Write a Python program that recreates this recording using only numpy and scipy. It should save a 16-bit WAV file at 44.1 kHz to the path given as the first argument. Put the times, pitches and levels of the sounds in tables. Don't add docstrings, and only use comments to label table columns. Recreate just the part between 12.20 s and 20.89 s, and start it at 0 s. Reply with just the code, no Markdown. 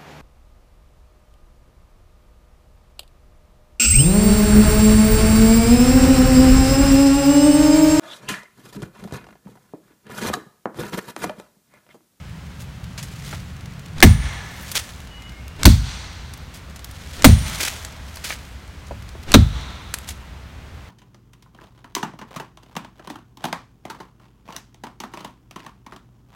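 import sys
import numpy as np
from scipy import signal
from scipy.fft import rfft, irfft, next_fast_len
from scipy.io import wavfile

SR = 44100
rng = np.random.default_rng(int(sys.argv[2]) if len(sys.argv) > 2 else 0)


def int16_out(signal):
    q = np.round(np.clip(np.atleast_2d(signal).T, -1, 1) * 32767)
    wavfile.write(sys.argv[1], SR, q.astype(np.int16))


N = 383229
TIME = np.arange(N) / SR

# t/s, swish level/dB, tick level/dB, puff level/dB, crack level/dB,
# knock f/Hz, knock boost/dB, splinter f/Hz, splinter boost/dB, brightness/(dB per octave),
# trunk level/dB, steel level/dB, woods level/dB (relative to the crack)
STROKES = [(1.8257, -29, -8, -20, 8.5, 1730, 10, 2072, 4, .5, 1, -28, -3),
           (3.454, -25.5, 0.5, 6.5, 0.5, 1493, 5, 4473, 7.5, 2.2, -1.5, -56, 3),
           (5.0440, -27.5, -7, -21, 6.5, 640, 7, 4210, 1, 1, 2, -26, 0.5),
           (7.1404, -23, -2, -15, 5.5, 1332, 6.5, 3853, 9, -1.32, -1.5, -49, -3.5)]
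# f/Hz, relative level/(dB per Hz)
LEAVES = [(300, 0.5), (1000, -1.5), (1900, 2.5), (3500, 1.5), (7000, -3), (11000, -9.5), (15500, -15.5)]
# f/Hz, relative level/(dB per Hz)
RUMBLE = [(20, -26), (40, -9), (62, 4), (85, -0.5), (130, -10.5), (200, -15), (270, -18.5), (400, -54)]


def from_db(db):
    return 10 ** (np.asarray(db) / 20)


def rms_one(x):
    return x / np.sqrt(np.mean(x ** 2) + 1e-20)


def at_hz(points, hz):
    table = np.array(points)
    return np.interp(np.log(hz), np.log(table[:, 0]), table[:, 1])


def add(out, s, sound):
    start = max(round(s * SR), 0)
    out[start:start + len(sound)] += sound[:N - start]


def dying(t, t60):
    return from_db(-60 * t / t60)


def swell(t, middle_s, width_s):
    return np.exp(-((t - middle_s) / width_s) ** 2)


def coloured(x, spectrum, tilt_db=0):
    size = next_fast_len(len(x))
    hz = np.maximum(np.fft.rfftfreq(size, 1 / SR), 1)
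    gain = from_db(at_hz(spectrum, hz) + tilt_db * np.log2(hz))
    return rms_one(irfft(rfft(x, size) * gain, size)[:len(x)])


def band(x, low_hz, high_hz):
    edges = [low_hz, min(high_hz, .45 * SR)]
    return signal.sosfilt(signal.butter(2, edges, "band", fs=SR, output="sos"), x)


def boosted(x, hz, db, sharpness):
    peak = signal.lfilter(*signal.iirpeak(hz, sharpness, fs=SR), x)
    return x + (from_db(db) - 1) * peak


def burst(t, spectrum, t60s, tilt_db=0):
    edges = np.geomspace(140, 17000, 15)
    centres = np.sqrt(edges[1:] * edges[:-1])
    levels_db = at_hz(spectrum, centres) + tilt_db * np.log2(centres)
    gains = from_db(levels_db) * np.sqrt(np.diff(edges))
    bands = []
    for low, high, hz in zip(edges, edges[1:], centres):
        noise = rms_one(band(rng.standard_normal(len(t)), low, high))
        bands.append(noise * dying(t, at_hz(t60s, hz)))
    return gains @ np.array(bands) / np.linalg.norm(gains)


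def contacts(rows, spread, crest_db, attack_s, body_db=-9):
    out, t = np.zeros(N), TIME[:SR // 5]
    for s, db, hz, t60 in rows:
        width = 1 + abs(spread)
        crunch = rms_one(band(rng.standard_normal(len(t)), hz / width, hz * width))
        body = rms_one(band(rng.standard_normal(len(t)), hz / 10, hz / 2))
        envelope = dying(t, t60) * (1 - np.exp(-t / attack_s))
        add(out, s, from_db(db - crest_db) * (crunch + from_db(body_db) * body) * envelope)
    return out


def scattered(x, wet_db=-14, t60=0.3):
    t = TIME[:SR // 2]
    wash = rng.standard_normal(len(t)) * dying(t, t60)
    return x + from_db(wet_db) * signal.fftconvolve(x, wash / np.linalg.norm(wash))[:N]


def cracks(bite_s=0.00092, attack_s=0.00081):
    # f/Hz, relative level/(dB per Hz)
    crack_spectrum = [(150, -3.5), (300, 16), (500, 1.5), (750, 13.5), (1300, 8.5), (2200, 2), (2800, 1),
                      (4000, -2), (6500, -20.5), (10000, -17.5), (15500, -8)]
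    # f/Hz, t60/s
    crack_t60s = [(150, 0.17), (500, 0.058), (1000, 0.041), (2500, 0.047), (15000, 0.055)]
    # f/Hz, boost/dB
    wood_resonances = [(770, 0.5), (2150, 3.5), (3400, 3), (6000, 10), (7000, 6), (8500, 11.5), (12200, 3)]
    out, t = np.zeros(N), TIME[:3 * SR // 2]
    for s, _, _, _, db, knock_hz, knock_db, splinter_hz, splinter_db, tilt_db, _, _, woods_db in STROKES:
        crack = from_db(woods_db) * woods(t, tilt_db)
        since_bite = np.maximum(t[:SR // 4] - bite_s, 0)
        add(crack, 0, burst(since_bite, crack_spectrum, crack_t60s, tilt_db))
        crack = crack * (1 - np.exp(-t / attack_s))
        crack = boosted(crack, knock_hz, knock_db, sharpness=26.0)
        crack = boosted(crack, splinter_hz, splinter_db, sharpness=6.2)
        ring = cut_ring(t, [(knock_hz, knock_db), (splinter_hz, splinter_db)])
        add(out, s, from_db(db) * (crack + ring))
    for hz, db in wood_resonances:
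        out = boosted(out, hz, db, sharpness=8.5)
    return out


def cut_ring(t, resonances, ring_db=-11, ring_t60=0.032):
    ring = sum(from_db(ring_db + db) * np.sin(2 * np.pi * hz * t) for hz, db in resonances)
    return ring * dying(t, ring_t60)


def woods(t, tilt_db, near_db=-23, near_t60=0.3, far_db=-35, edge_s=0.2, clearing_db=-8, edge_width_s=0.032):
    # f/Hz, relative level/(dB per Hz)
    near_spectrum = [(200, 1), (700, 0.5), (1500, -3.5), (2700, -7), (4000, -5.5), (6500, -20.5),
                     (10000, -22), (15000, -20.5)]
    # f/Hz, relative level/(dB per Hz)
    far_spectrum = [(200, -3), (500, -5.5), (1000, 3.5), (1500, 0), (2200, -0.5), (2800, -3), (4000, -2.5),
                    (6500, -23), (10000, -18), (15000, -68)]
    # f/Hz, t60/s
    far_t60s = [(200, 3.47), (1500, 2.27), (4000, 1.71), (9000, 1.32), (15000, 0.3)]
    near = coloured(rng.standard_normal(len(t)), near_spectrum, tilt_db) * dying(t, near_t60)
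    reached = (1 + np.tanh((t - edge_s) / edge_width_s)) / 2
    far = burst(t, far_spectrum, far_t60s, tilt_db) * from_db(clearing_db * (1 - reached))
    return from_db(near_db) * near + from_db(far_db) * far


def trunk(lag_s=0.00635, shove_db=4, shove_hz=44, shove_t60=0.061, shudder_db=-17, shudder_t60=1.0):
    # f/Hz, relative level/dB, swell/s, t60/s (from the end of the swell)
    bending_modes = [(52.5, -5.5, 0.0081, 0.49), (80, -3, 0.074, 0.093), (95.36, -8.5, 0.0863, 0.11),
                     (105.64, -8.5, 0.094, 0.12), (133.8, -16, 0.025, 0.58), (154.9, -11.5, 0.02, 0.38),
                     (211, -9.5, .025, 0.26), (244.8, -3, 0.0022, 0.16), (274.8, -4, 0.0009, 0.13),
                     (359, -13, 0.0021, 0.11)]
    out, t = np.zeros(N), TIME[:SR]
    bending = np.zeros(len(t))
    for k, (hz, db, swell_s, t60) in enumerate(bending_modes):
        envelope = np.minimum(t / swell_s, 1) * dying(np.maximum(t - swell_s, 0), t60)
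        bending += (-1) ** k * from_db(db) * envelope * np.sin(2 * np.pi * hz * t)
    shove = from_db(shove_db) * np.sin(2 * np.pi * shove_hz * t) * dying(t, shove_t60)
    for s, *_, trunk_db, _, _ in STROKES:
        shudder = from_db(shudder_db) * coloured(rng.standard_normal(SR), RUMBLE) * dying(t, shudder_t60)
        add(out, s + lag_s, from_db(trunk_db) * (bending - shove + shudder))
    return out


def axe_head(waver_db=5.0):
    # f/Hz, relative level/dB, t60/s
    steel_modes = [(8500, 13, .06), (9545, -3, .85), (9572, -6, .4), (12700, -13, .3)]
    out, t = np.zeros(N), TIME[:SR]
    ring = sum(from_db(db) * np.sin(2 * np.pi * hz * t) * dying(t, t60) for hz, db, t60 in steel_modes)
    for s, *_, steel_db, _ in STROKES:
        waver = np.interp(t, np.linspace(0, t[-1], 36), rng.standard_normal(36))
        add(out, s, from_db(steel_db + waver_db * waver) * ring)
    return out


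def swings(swish_lead_s=0.045, swish_rise_s=0.021, swish_tilt_db=-4.0,
           puff_lag_s=0.016, puff_width_s=0.016, puff_low_hz=34, puff_high_hz=95):
    swish, puff = np.zeros(N), np.zeros(N)
    for s, swish_db, _, puff_db, *_ in STROKES:
        full_s = s - swish_lead_s
        rush = swell(np.minimum(TIME, full_s), full_s, swish_rise_s) * (TIME < s)
        swish += from_db(swish_db) * rush
        puff += from_db(puff_db) * swell(TIME, s + puff_lag_s, puff_width_s)
    rush_noise = coloured(rng.standard_normal(N), LEAVES, swish_tilt_db)
    puff_noise = rms_one(band(rng.standard_normal(N), puff_low_hz, puff_high_hz))
    return swish * rush_noise + puff * puff_noise


def ticks(lead_s=.022, gap_s=.0113, lead_tick_hz=3720, lead_tick_t60=0.01, second_db=-10):
    # t/s, level/dB, centre f/Hz, t60/s
    chips = [(.777, -26, 3550, 0.13), (0.827, -26.5, 4800, 0.096), (1.782, -23.5, 2980, 0.018),
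             (2.515, -17.5, 5770, 0.044), (2.555, -15.5, 4460, 0.035), (3.28, -22.5, 6000, 0.01),
             (4.136, -24.5, 4860, 0.025), (4.174, -32, 10000, .022), (4.559, -31, 4850, 0.044),
             (4.644, -19, 6800, .019), (4.711, -31, 6500, .027), (5.648, -17.5, 4300, 0.02),
             (5.958, -24, 6030, 0.023), (5.97, -21, 2980, 0.018), (6.04, -27, 3600, 0.05),
             (7.7394, -7.5, 5100, 0.023), (7.786, -16.5, 5900, 0.009), (7.888, -18.5, 5250, 0.034)]
    lead_ticks = []
    for s, _, db, *_ in STROKES:
        for k in range(2):
            lead_ticks.append((s - lead_s + k * gap_s, db + k * second_db, lead_tick_hz, lead_tick_t60))
    return contacts(lead_ticks + chips, spread=1.2, crest_db=5, attack_s=.0007)


def feet(stick_hz=1960, stick_t60=0.036, footfall_t60=0.071, thump_db=-20.5, thump_lag_s=.05, thump_width_s=0.086):
    # t/s, level/dB
    stick_cracks = [(5.401, -10), (5.415, -13), (5.443, -24), (5.475, -9.5), (6.104, -7), (6.124, -13.5)]
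    # t/s, level/dB, centre f/Hz
    footfalls = [(1.127, -13, 785), (6.709, -14, 374), (6.949, -21, 357)]
    stick_rows = [(s, db, stick_hz, stick_t60) for s, db in stick_cracks]
    sticks = contacts(stick_rows, spread=0.3, crest_db=12, attack_s=.0004, body_db=-10.5)
    thud_rows = [(s, db, hz, footfall_t60) for s, db, hz in footfalls]
    thuds = contacts(thud_rows, spread=0.95, crest_db=12.0, attack_s=0.00033)
    thump = sum(from_db(db + thump_db) * swell(TIME, s + thump_lag_s, thump_width_s) for s, db, _ in footfalls)
    return sticks + thuds + thump * coloured(rng.standard_normal(N), RUMBLE)


def leaves(grains_per_s=5000, size_db=-1.0, clump_db=3.0, attack_s=.009, release_s=.013,
           stir_lead_s=0.01, stir_width_s=0.23):
    # start t/s, length/s, crunch level/dB, level/dB of the leaves stirred around it,
    # brightness/(dB per octave)
    scuffs = [(0.391, 0.026, -41.5, -61, 4), (0.773, 0.032, -40, -63, 0), (1.04, .11, -38.5, -44.5, 0.5),
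              (2.408, 0.017, -39, -53, 13), (2.545, 0.033, -20.5, -41, 1.5), (4.334, 0.026, -40, -76, 2.5),
              (4.928, 0.055, -45, -43.5, 0), (5.399, 0.081, -25, -33.5, 1.9),
              (6.037, 0.018, -28.5, -59, 1.3), (6.061, .07, -32, -44.5, 1), (7.872, 0.035, -35, -57, 2.5)]
    out, t = np.zeros(N), TIME[:SR] - .5
    for s, length_s, crunch_db, stir_db, tilt_db in scuffs:
        clumps = np.interp(t, np.linspace(t[0], t[-1], num=160), rng.standard_normal(size=160))
        grain_db = size_db * np.minimum(rng.exponential(1, len(t)), 4) + clump_db * clumps
        sizes = from_db(grain_db) * rng.standard_normal(len(t))
        grains = sizes * (rng.random(len(t)) < grains_per_s / SR)
        crunch = np.clip(t / attack_s, 0, 1) * np.exp(-np.maximum(t - length_s, 0) / release_s)
        stir = swell(t, -stir_lead_s, stir_width_s)
        level = np.hypot(from_db(crunch_db) * crunch, from_db(stir_db) * stir)
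        crackle = level * coloured(grains, LEAVES, tilt_db)
        add(out, s + t[0], crackle[s + t >= 0])
    return out


def crumbs(per_s=18, level_db=-48, size_db=4, crumb_tilt_db=0.5, stir_db=-56, stir_tilt_db=0.0,
           rest_s=7.9, rest_fade_s=0.043, rest_db=-23):
    falls = (rng.random(N) < per_s / SR) * from_db(size_db * np.minimum(rng.exponential(1, N), 3))
    tick = dying(TIME[:SR // 20], t60=.022)
    envelope = np.sqrt(np.abs(signal.fftconvolve(falls ** 2, tick ** 2)[:N]))
    patter = envelope * coloured(rng.standard_normal(N), LEAVES, crumb_tilt_db)
    stir = coloured(rng.standard_normal(N), LEAVES, stir_tilt_db)
    resting = (1 + np.tanh((TIME - rest_s) / rest_fade_s)) / 2
    return from_db(rest_db * resting) * (from_db(level_db) * patter + from_db(stir_db) * stir)


def bird(waver_hz=12, throb_db=1.0):
    # start t/s, length/s, first f/Hz, last f/Hz, relative level/dB
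    whistles = [(2.88, .14, 2930, 2920, -43), (3.0, .14, 2910, 2940, -43), (2.93, .32, 2030, 2160, -45),
                (3.12, .34, 2740, 2790, -50)]
    out = np.zeros(N)
    for s, length, first_hz, last_hz, db in whistles:
        u = np.linspace(0, 1, int(length * SR))
        waver = np.interp(u, np.linspace(0, 1, 10), rng.standard_normal(10))
        hz = last_hz + (first_hz - last_hz) * (1 - u) ** 2 + waver_hz * waver
        tone = np.sin(2 * np.pi * np.cumsum(hz) / SR)
        add(out, s, from_db(db + throb_db * waver) * np.sin(np.pi * u) * tone)
    return out


def air(hiss_db=-46, rumble_db=-39.0, drone_low_hz=100, drone_high_hz=195):
    # f/Hz, relative level/(dB per Hz)
    hush_spectrum = [(250, -4.5), (320, -7), (600, -8.5), (1500, -9), (3000, -14), (4500, -19.5),
                     (7000, -25), (11000, -33.5), (16000, -35.5)]
    # t/s, level/dB
    drone_levels = [(0, -41.5), (.7, -37.5), (1.7, -38.5), (2.7, -47.5), (8.69, -51.5)]
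    rumble = from_db(rumble_db) * coloured(rng.standard_normal(N), RUMBLE)
    drone = band(rng.standard_normal(N), drone_low_hz, drone_high_hz)
    drone = rms_one(band(drone, drone_low_hz, drone_high_hz))
    drone_db = np.interp(TIME, *np.transpose(drone_levels))
    hush = from_db(hiss_db) * coloured(rng.standard_normal(N), hush_spectrum)
    return rumble + from_db(drone_db) * drone + hush


def scene(bird_db=-2):
    strokes = cracks() + trunk() + axe_head() + swings()
    litter = scattered(ticks() + feet() + leaves() + crumbs())
    far_bird = from_db(bird_db) * scattered(bird(), wet_db=-3.5, t60=.5)
    return (strokes + litter + far_bird + air())[None]


def record(dry, cutoff_hz=15900):
    clipped = np.clip(dry, -1, 1)
    return signal.sosfilt(signal.ellip(10, .1, 80, cutoff_hz, fs=SR, output="sos"), clipped)


dry = scene()
out = record(dry)
int16_out(out)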